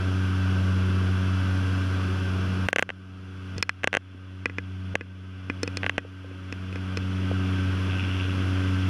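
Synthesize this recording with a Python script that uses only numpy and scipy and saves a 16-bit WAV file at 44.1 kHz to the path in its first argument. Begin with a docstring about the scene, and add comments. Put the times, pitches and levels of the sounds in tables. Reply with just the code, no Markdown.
"""Inside a twin-turboprop seaplane in cruise, heard from a small camera held at the cabin window.
From the start two propellers beat slowly over slipstream noise, turbine whine and a faint panel buzz.
From 2.7 s the camera knocks and skids on the pane; loud contacts duck its gain, which slowly recovers.
Amid the first knocks it is turned, shifting the cabin's balance a little; its case ticks until 7 s.
Near the end the loose trim panel buzzes harder in two short spells."""
import sys
import numpy as np
from scipy import signal
from scipy.fft import rfft, irfft, next_fast_len
from scipy.io import wavfile
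from scipy.ndimage import uniform_filter1d, map_coordinates

SR = 44100
rng = np.random.default_rng(int(sys.argv[2]) if len(sys.argv) > 2 else 0)


def waveform_to_disk(signal):
    """Save audio, clipped to [-1, 1], as 16-bit WAV at the path in sys.argv[1]."""
    frames = np.transpose(np.atleast_2d(signal))
    scaled = np.clip(frames, -1, 1) * 32767
    samples = np.round(scaled).astype(np.int16)
    wavfile.write(sys.argv[1], SR, samples)


N = 392049
LEFT_HZ, RIGHT_HZ = 93.29, 93.525  # blade-passing rates; their difference sets the slow beat


def amp(db):
    return 10 ** (np.asarray(db) / 20)


def unit(x):
    return x / np.sqrt(np.mean(x ** 2) + 1e-20)


def clock():
    return np.arange(N) / SR


def wobble(rate):
    """Random modulation: a spline through `rate` Gaussian knots a second."""
    coarse = np.arange(0, N + 64, 64)
    knots = rng.standard_normal(int(N * rate / SR) + 4)
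    return np.interp(np.arange(N), coarse, map_coordinates(knots, [coarse * rate / SR], mode="nearest"))


def filtered(x, response):
    """Linear filtering: the spectrum of x times a frequency response."""
    size = next_fast_len(N + SR // 4)
    return irfft(rfft(x, size) * response(np.fft.rfftfreq(size, 1 / SR)), size)[:N]


def noise(spectrum):
    """Spectral shaping: noise of rms 1 following (frequency [Hz], relative density [dB])."""
    hz, db = np.transpose(spectrum)
    colour = lambda f: amp(np.interp(np.log(f + 1), np.log(hz), db, left=-120, right=-120))
    return unit(filtered(rng.standard_normal(N), colour))


def tone(hz, flutter, rate, crest_s=0):
    """Amplitude and phase modulation: a sinusoid of rms 1 flutters in turbulence."""
    phase = 2 * np.pi * hz * (clock() - crest_s)
    return unit((1 + flutter * wobble(rate)) * np.cos(phase) + flutter * wobble(rate) * np.sin(phase))


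def add(track, start_s, sound):
    """Superpose a sound on the track."""
    part = track[round(start_s * SR):][:len(sound)]
    part += sound[:len(part)]


def turn_db(change_db, start_s=2.95, length_s=1):
    """Directivity: turning the camera changes how strongly a sound reaches it."""
    return change_db * np.clip((clock() - start_s) / length_s, 0, 1)


def strike(modes, lift_db, body_db, edge_db, ring, crack_db, crack_t60, crack_hz, attack_s):
    """Modal superposition: an impact of peak 1, damped sinusoids under a short crack of noise."""
    t = np.arange(SR // 20) / SR
    hz, db, t60 = np.transpose(modes)
    rise = 1 - np.exp(-t / attack_s)
    envelopes = rise * amp(-60 * t / (ring * t60[:, None]))
    # the same parts meet each time, so the ring changes only a little
    scatter_db, detune = rng.standard_normal((2, len(hz))) * [[1.2], [0.014]]
    weights = (-1) ** np.arange(len(hz)) * amp(db + lift_db + scatter_db)
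    rings = weights[:, None] * envelopes * np.sin(2 * np.pi * (hz * (1 + detune))[:, None] * t)
    band = np.digitize(hz, [900, 3600])
    body, middle, edge = [unit(rings[band == k].sum(0)) for k in range(3)]
    lowpass = signal.butter(2, crack_hz, fs=SR)
    crack = unit(rise * amp(-60 * t / crack_t60) * signal.lfilter(*lowpass, rng.standard_normal(len(t))))
    hit = amp(body_db) * body + middle + amp(edge_db) * (edge + amp(crack_db) * crack)
    return hit / np.abs(hit).max()


def slipstream():
    """Flow noise along the hull: rumble, two bands the window transmits, and hiss, in light gusts."""
    # spectra of the four bands: (frequency [Hz], relative density [dB])
    rumble_spectrum = [(15, -28), (35, -8.5), (55, -11), (75, -0.5), (120, 0), (150, -0.5), (230, -1),
                       (330, -3.5), (420, -6.5), (510, -13), (620, -12), (780, -16.5), (950, -16.5),
                       (1400, -45)]
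    low_spectrum = [(700, -47), (830, -31), (910, -7), (980, -9), (1170, -5), (1400, -2.5), (1570, -1.5),
                    (1660, -4), (1790, -16.5), (2300, -43)]
    high_spectrum = [(1500, -29.5), (1800, -2), (2000, -2.5), (2150, -1.5), (2420, -1.5), (2750, 2),
                     (3050, 0), (3330, 0), (3510, -1), (3630, -23.5), (4100, -50)]
    hiss_spectrum = [(3200, -23), (3700, 0), (4000, 1), (4480, -1.5), (4720, 1), (5000, -0.5), (5500, 0),
                     (5700, -3.5), (6080, -1), (6450, -10.5), (6850, -8.5), (8400, -16), (9800, -8),
                     (10300, -15.5), (11600, -20), (12300, -16.5), (13000, -24.5), (14900, -27),
                     (15400, -46)]
    gust = wobble(1.7)
    rumble = amp(-38.5 + 0.45 * wobble(5)) * noise(rumble_spectrum)
    low = amp(-43 + 0.6 * gust + 0.33 * wobble(7.9)) * noise(low_spectrum)
    high = amp(-45.5 + turn_db(3) + 0.13 * gust + 0.34 * wobble(12)) * noise(high_spectrum)
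    hiss = amp(-53 + turn_db(0.26) + 0.34 * gust) * noise(hiss_spectrum)
    return rumble + low + high + hiss


def turbines():
    """Line broadening: gear, turbine and compressor tones are smeared into narrow bands."""
    # gear and turbine bands: (frequency [Hz], relative level [dB], width [Hz])
    whine_bands = [(1043, -59, 26), (1150, -55.5, 28), (1239, -55, 27), (1300, -58, 30), (1320, -54, 36),
                   (1444, -51.5, 43), (1510, -60.5, 37), (1550, -67, 30), (1980, -62.5, 25),
                   (2385, -61, 38), (2645, -58, 11), (2803, -63.5, 10), (3300, -77, 40), (4720, -73.5, 46),
                   (5420, -66, 220), (6019, -77.5, 50), (9210, -85, 60), (9302, -84.5, 36),
                   (12000, -95, 15), (12370, -94, 15)]
    # compressor tone and sidebands: (frequency [Hz], relative level [dB], width [Hz])
    compressor_bands = [(9658, -82, 11), (9751, -81, 11), (9854, -77.5, 8), (9947, -79.5, 8)]

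    def density(f):
        return sum(amp(db) ** 2 / width * np.exp(-np.minimum(np.pi * ((f - hz) / width) ** 2, 20))
                   for hz, db, width in [*whine_bands, *compressor_bands])

    gear = amp(-49.5 + turn_db(2)) * tone(hz=1552, flutter=0.92, rate=40)
    whine = filtered(rng.standard_normal(N), lambda f: np.sqrt(density(f) * SR / 2))
    return gear + amp(1 + turn_db(-0.5)) * whine


def trim_buzz(rest_db=-61.5, fade_s=0.078, scatter_db=5, sharpness=2.4):
    """Forced rattling: a loose panel slaps unevenly, once per passing blade, harder in short spells."""
    # spectrum of the slaps: (frequency [Hz], relative density [dB])
    panel_spectrum = [(1900, -30), (2400, -8), (2750, 3), (3000, -11.5), (3300, -6), (3800, -27.5)]
    # spells of hard buzzing: (start [s], end [s], level [dB])
    spells = [(7.887, 8.34, -42.5), (8.644, 8.75, -48.5)]
    t = clock()
    swell = sum(amp(db) * np.clip(np.minimum(t - start, end - t) / fade_s + 0.5, 0, 1)
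                for start, end, db in spells)
    pulses = np.exp(sharpness * np.cos(2 * np.pi * LEFT_HZ * t))
    slaps = pulses * amp(scatter_db * np.tanh(wobble(LEFT_HZ)))
    return (amp(rest_db) + swell) * unit(slaps * noise(panel_spectrum))


def propellers():
    """Beating: two harmonic series drift in and out of step; uneven air shakes the higher tones more."""
    # strong blade tones:
    # (harmonic, left base level [dB], right base level [dB], time in phase [s], change on turning [dB])
    blade_tones = [(1, -25, -42, .7, 0.13), (2, -34, -45.5, .8, -.5), (3, -53.5, -39.5, .25, 3.5)]
    # higher blade tones: (harmonic, level [dB])
    overtones = [(4, -48), (5, -54), (6, -56), (7, -57.5), (8, -60), (10, -63.5)]
    # sway of the two lowest tones in flight: (time [s], gain [dB])
    sway = [(0, -1.5), (.7, 0.6), (1.6, -0.1), (2.2, -0.8), (4.2, -0.5), (4.8, 2), (5.6, -1.2), (6.2, -2),
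            (6.9, 0.8), (7.55, 1.2), (8.05, -2.3), (8.89, -0.7)]
    drone = np.zeros(N)
    sway_db = np.interp(clock(), *np.transpose(sway))
    for harmonic, left_db, right_db, in_phase_s, change_db in blade_tones:
        flutter = 0.021 * harmonic ** 1.2
        left = amp(left_db) * tone(harmonic * LEFT_HZ, flutter, rate=10, crest_s=in_phase_s)
        right = amp(right_db) * tone(harmonic * RIGHT_HZ, flutter, rate=6.8, crest_s=in_phase_s)
        drone += amp(turn_db(change_db) + sway_db * (harmonic <= 2)) * (left + right)
    for harmonic, db in overtones:
        right = tone(harmonic * RIGHT_HZ, flutter=0.3, rate=9)
        left = tone(harmonic * LEFT_HZ, flutter=0.2, rate=13)
        drone += amp(db) * unit(right + 0.5 * left)
    return drone


def hand_bumps(attack_s=0.00033):
    """Damped oscillation: each soft contact of the hand excites one short, dull ring."""
    # bumps: (time [s], peak level [dB], frequency [Hz], t60 [s])
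    contacts = [(2.6646, -25, 125, .03), (3.564, -16.5, 148, 0.028), (3.573, -25, 320, 0.049),
                (4.147, -17, 230, 0.034), (4.9447, -9.5, 496, 0.024), (5.4992, -10.5, 265, 0.034),
                (6.05, -16, 450, 0.025), (6.2452, -23.5, 480, 0.036), (7.3142, -16, 480, 0.013)]
    track, t = np.zeros(N), np.arange(SR // 10) / SR
    for start_s, peak_db, hz, t60 in contacts:
        ring = np.sin(2 * np.pi * hz * t) * amp(-60 * t / t60) * (1 - np.exp(-t / attack_s))
        add(track, start_s, amp(peak_db) * ring / np.abs(ring).max())
    return track


def pane_skids():
    """Sliding friction: amid the first knocks the camera skids on the pane with a brief hiss."""
    # skids: (start [s], end [s], level [dB])
    skids = [(2.674, 2.71, -31), (2.782, 2.818, -29.5)]
    # friction spectrum: (frequency [Hz], relative density [dB])
    skid_spectrum = [(1000, 12), (3000, 3), (7000, -15), (11000, -12), (16000, -20)]
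    gate = sum(amp(db) * (clock() > start) * (clock() < end) for start, end, db in skids)
    return uniform_filter1d(gate, size=200) * noise(skid_spectrum)


def case_ticks(spot_db=6.5, spot_octaves=0.26):
    """Selective excitation: fingers shift on the camera's case, each spot favouring some of its modes."""
    # ticks: (time [s], peak level [dB], body gain [dB], edge gain [dB], favoured pitch [Hz], t60 factor)
    contacts = [(3.5808, -13, 2, 1, 480, 1.2), (3.626, 11.5, -13, -1.5, 3350, 1.1),
                (3.6931, 12.5, -22, -15.5, 1390, 0.73), (4.457, 9, -7, -20.5, 2090, 1.18),
                (4.4968, -7.5, -2, -24, 1940, 1.3), (4.5836, 2.5, -5.5, -22, 1900, 1.2),
                (5.0093, -.5, -0.5, -22.5, 1840, 1.5), (5.4987, -0.5, -8, -23.5, 2240, 1.5),
                (5.6315, -2.5, 7, 2, 393, 1.7), (5.6763, -6.5, -0.5, -9.5, 2500, 1.2),
                (5.771, -5.5, -1, -2, 2310, 0.98), (5.987, -9.5, -5, -23, 2000, 1.6),
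                (6.3118, -21, 8, -25, 480, 1.6), (6.525, -8.5, 0, -9.5, 2620, 1.15),
                (6.727, -17, 1, -16, 2500, 1.2), (6.7573, -13.5, 1.5, -16, 480, 1.5),
                (6.972, -9.5, 2, -6, 2570, 1.2)]
    # modes of the case: (frequency [Hz], relative level [dB], base t60 [s])
    modes = [(276, -5.5, 0.024), (480, -8.5, 0.026), (1076, -1.5, 0.0061), (1467, -8, 0.014),
             (1685, -9.5, 0.025), (2006, -7.5, 0.02), (2495, -2, 0.015), (2960, -13.5, 0.012),
             (3350, -13, 0.0083), (3650, -8.5, 0.0048), (4280, -15.5, 0.022), (4580, -8.5, 0.0044),
             (5230, -2.5, 0.0089), (6020, -9.5, 0.0066), (7220, -7.5, 0.0033), (9100, -17.5, 0.0055)]
    track, hz = np.zeros(N), np.transpose(modes)[0]
    for start_s, peak_db, body_db, edge_db, spot_hz, ring in contacts:
        lift_db = spot_db * np.exp(-(np.log2(hz / spot_hz) / spot_octaves) ** 2)
        hit = strike(modes, lift_db, body_db, edge_db, ring,
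                     crack_db=-7.5, crack_t60=0.012, crack_hz=5370, attack_s=0.00045)
        add(track, start_s, amp(peak_db) * hit)
    return track


def pane_knocks(grip_ring=1.24):
    """Impact excitation: harder knocks of the camera on the pane are brighter; the grip sets the decay."""
    # knocks: (time [s], peak level [dB], body gain [dB])
    contacts = [(2.6861, 12, -4.5), (2.7295, 13.5, -5.5), (2.7607, 14, -4), (2.7846, 12.5, -8),
                (2.7932, 12.5, -6), (2.8249, 12.5, -5), (2.8915, 0, -4), (2.9025, 0, -6),
                (3.8339, 3.5, -10), (3.8424, 13, -4.5), (3.8738, 14.5, -4.5), (3.9295, 8.5, -6),
                (3.9401, 8, -6), (3.9499, 11.5, -5), (3.9625, -3, -5), (3.9696, 14.5, -3.5),
                (4.954, 13, -3.5), (5.8321, -6, -7), (5.8424, -8, -2), (5.864, -2, -8.5),
                (5.8952, 4, -12.5), (5.9804, 9, -1)]
    # modes of the camera against the pane: (frequency [Hz], relative level [dB], base t60 [s])
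    modes = [(240, -11, 0.0095), (506, -8, 0.011), (790, -7, 0.0056), (1130, -17, 0.017), (1580, -2, 0.01),
             (2022, -2.5, 0.0069), (2690, -2, 0.0059), (3186, -11, 0.01), (3220, -3.5, 0.0029),
             (5930, -10.5, 0.0062), (6890, -15, 0.0047), (8160, -15.5, 0.0034), (9950, -8.5, 0.0013)]
    track = np.zeros(N)
    for start_s, peak_db, body_db in contacts:
        hit = strike(modes, lift_db=0, body_db=body_db, edge_db=-30 + 0.77 * peak_db, ring=grip_ring,
                     crack_db=-11, crack_t60=0.0068, crack_hz=7000, attack_s=0.0003)
        add(track, start_s, amp(peak_db) * hit)
    return track


def gain_control(x, threshold_db=-11, slope=0.87, ahead_s=0.013, slow_s=0.98, fast_s=0.14, fast_share=0.18):
    """Look-ahead compression: the gain drops just before a loud peak, lingers, then creeps back."""
    block = 44  # samples
    peaks = np.abs(x[:N // block * block]).reshape(-1, block).max(1)
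    t = (np.arange(len(peaks)) + 0.5) * block / SR
    excess_db = slope * (20 * np.log10(peaks + 1e-9) - threshold_db)
    loud = np.flatnonzero(excess_db > 0)[:400]
    age = t - t[loud, None] + ahead_s
    release = (1 - fast_share) * np.exp(-(age / slow_s) ** 2) + fast_share * np.exp(-np.abs(age) / fast_s)
    cut_db = np.max(excess_db[loud, None] * release * (age > 0), axis=0, initial=0)
    return x * amp(-np.interp(clock(), t, uniform_filter1d(cut_db, size=7)))


def scene():
    """Superposition: the cabin sound and the handling of the camera add at one microphone."""
    cabin = propellers() + turbines() + slipstream() + trim_buzz()
    return (cabin + pane_knocks() + case_ticks() + hand_bumps() + pane_skids())[None]


def record(dry):
    """Compression, soft saturation and band limiting in the camera."""
    ceiling, top_hz = 0.335, 16400
    ducked = gain_control(dry[0])
    saturated = ducked / (1 + np.abs(ducked / ceiling) ** 10) ** (1 / 10)
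    return filtered(saturated, lambda hz: hz < top_hz)[None]


dry = scene()
out = record(dry)
waveform_to_disk(out)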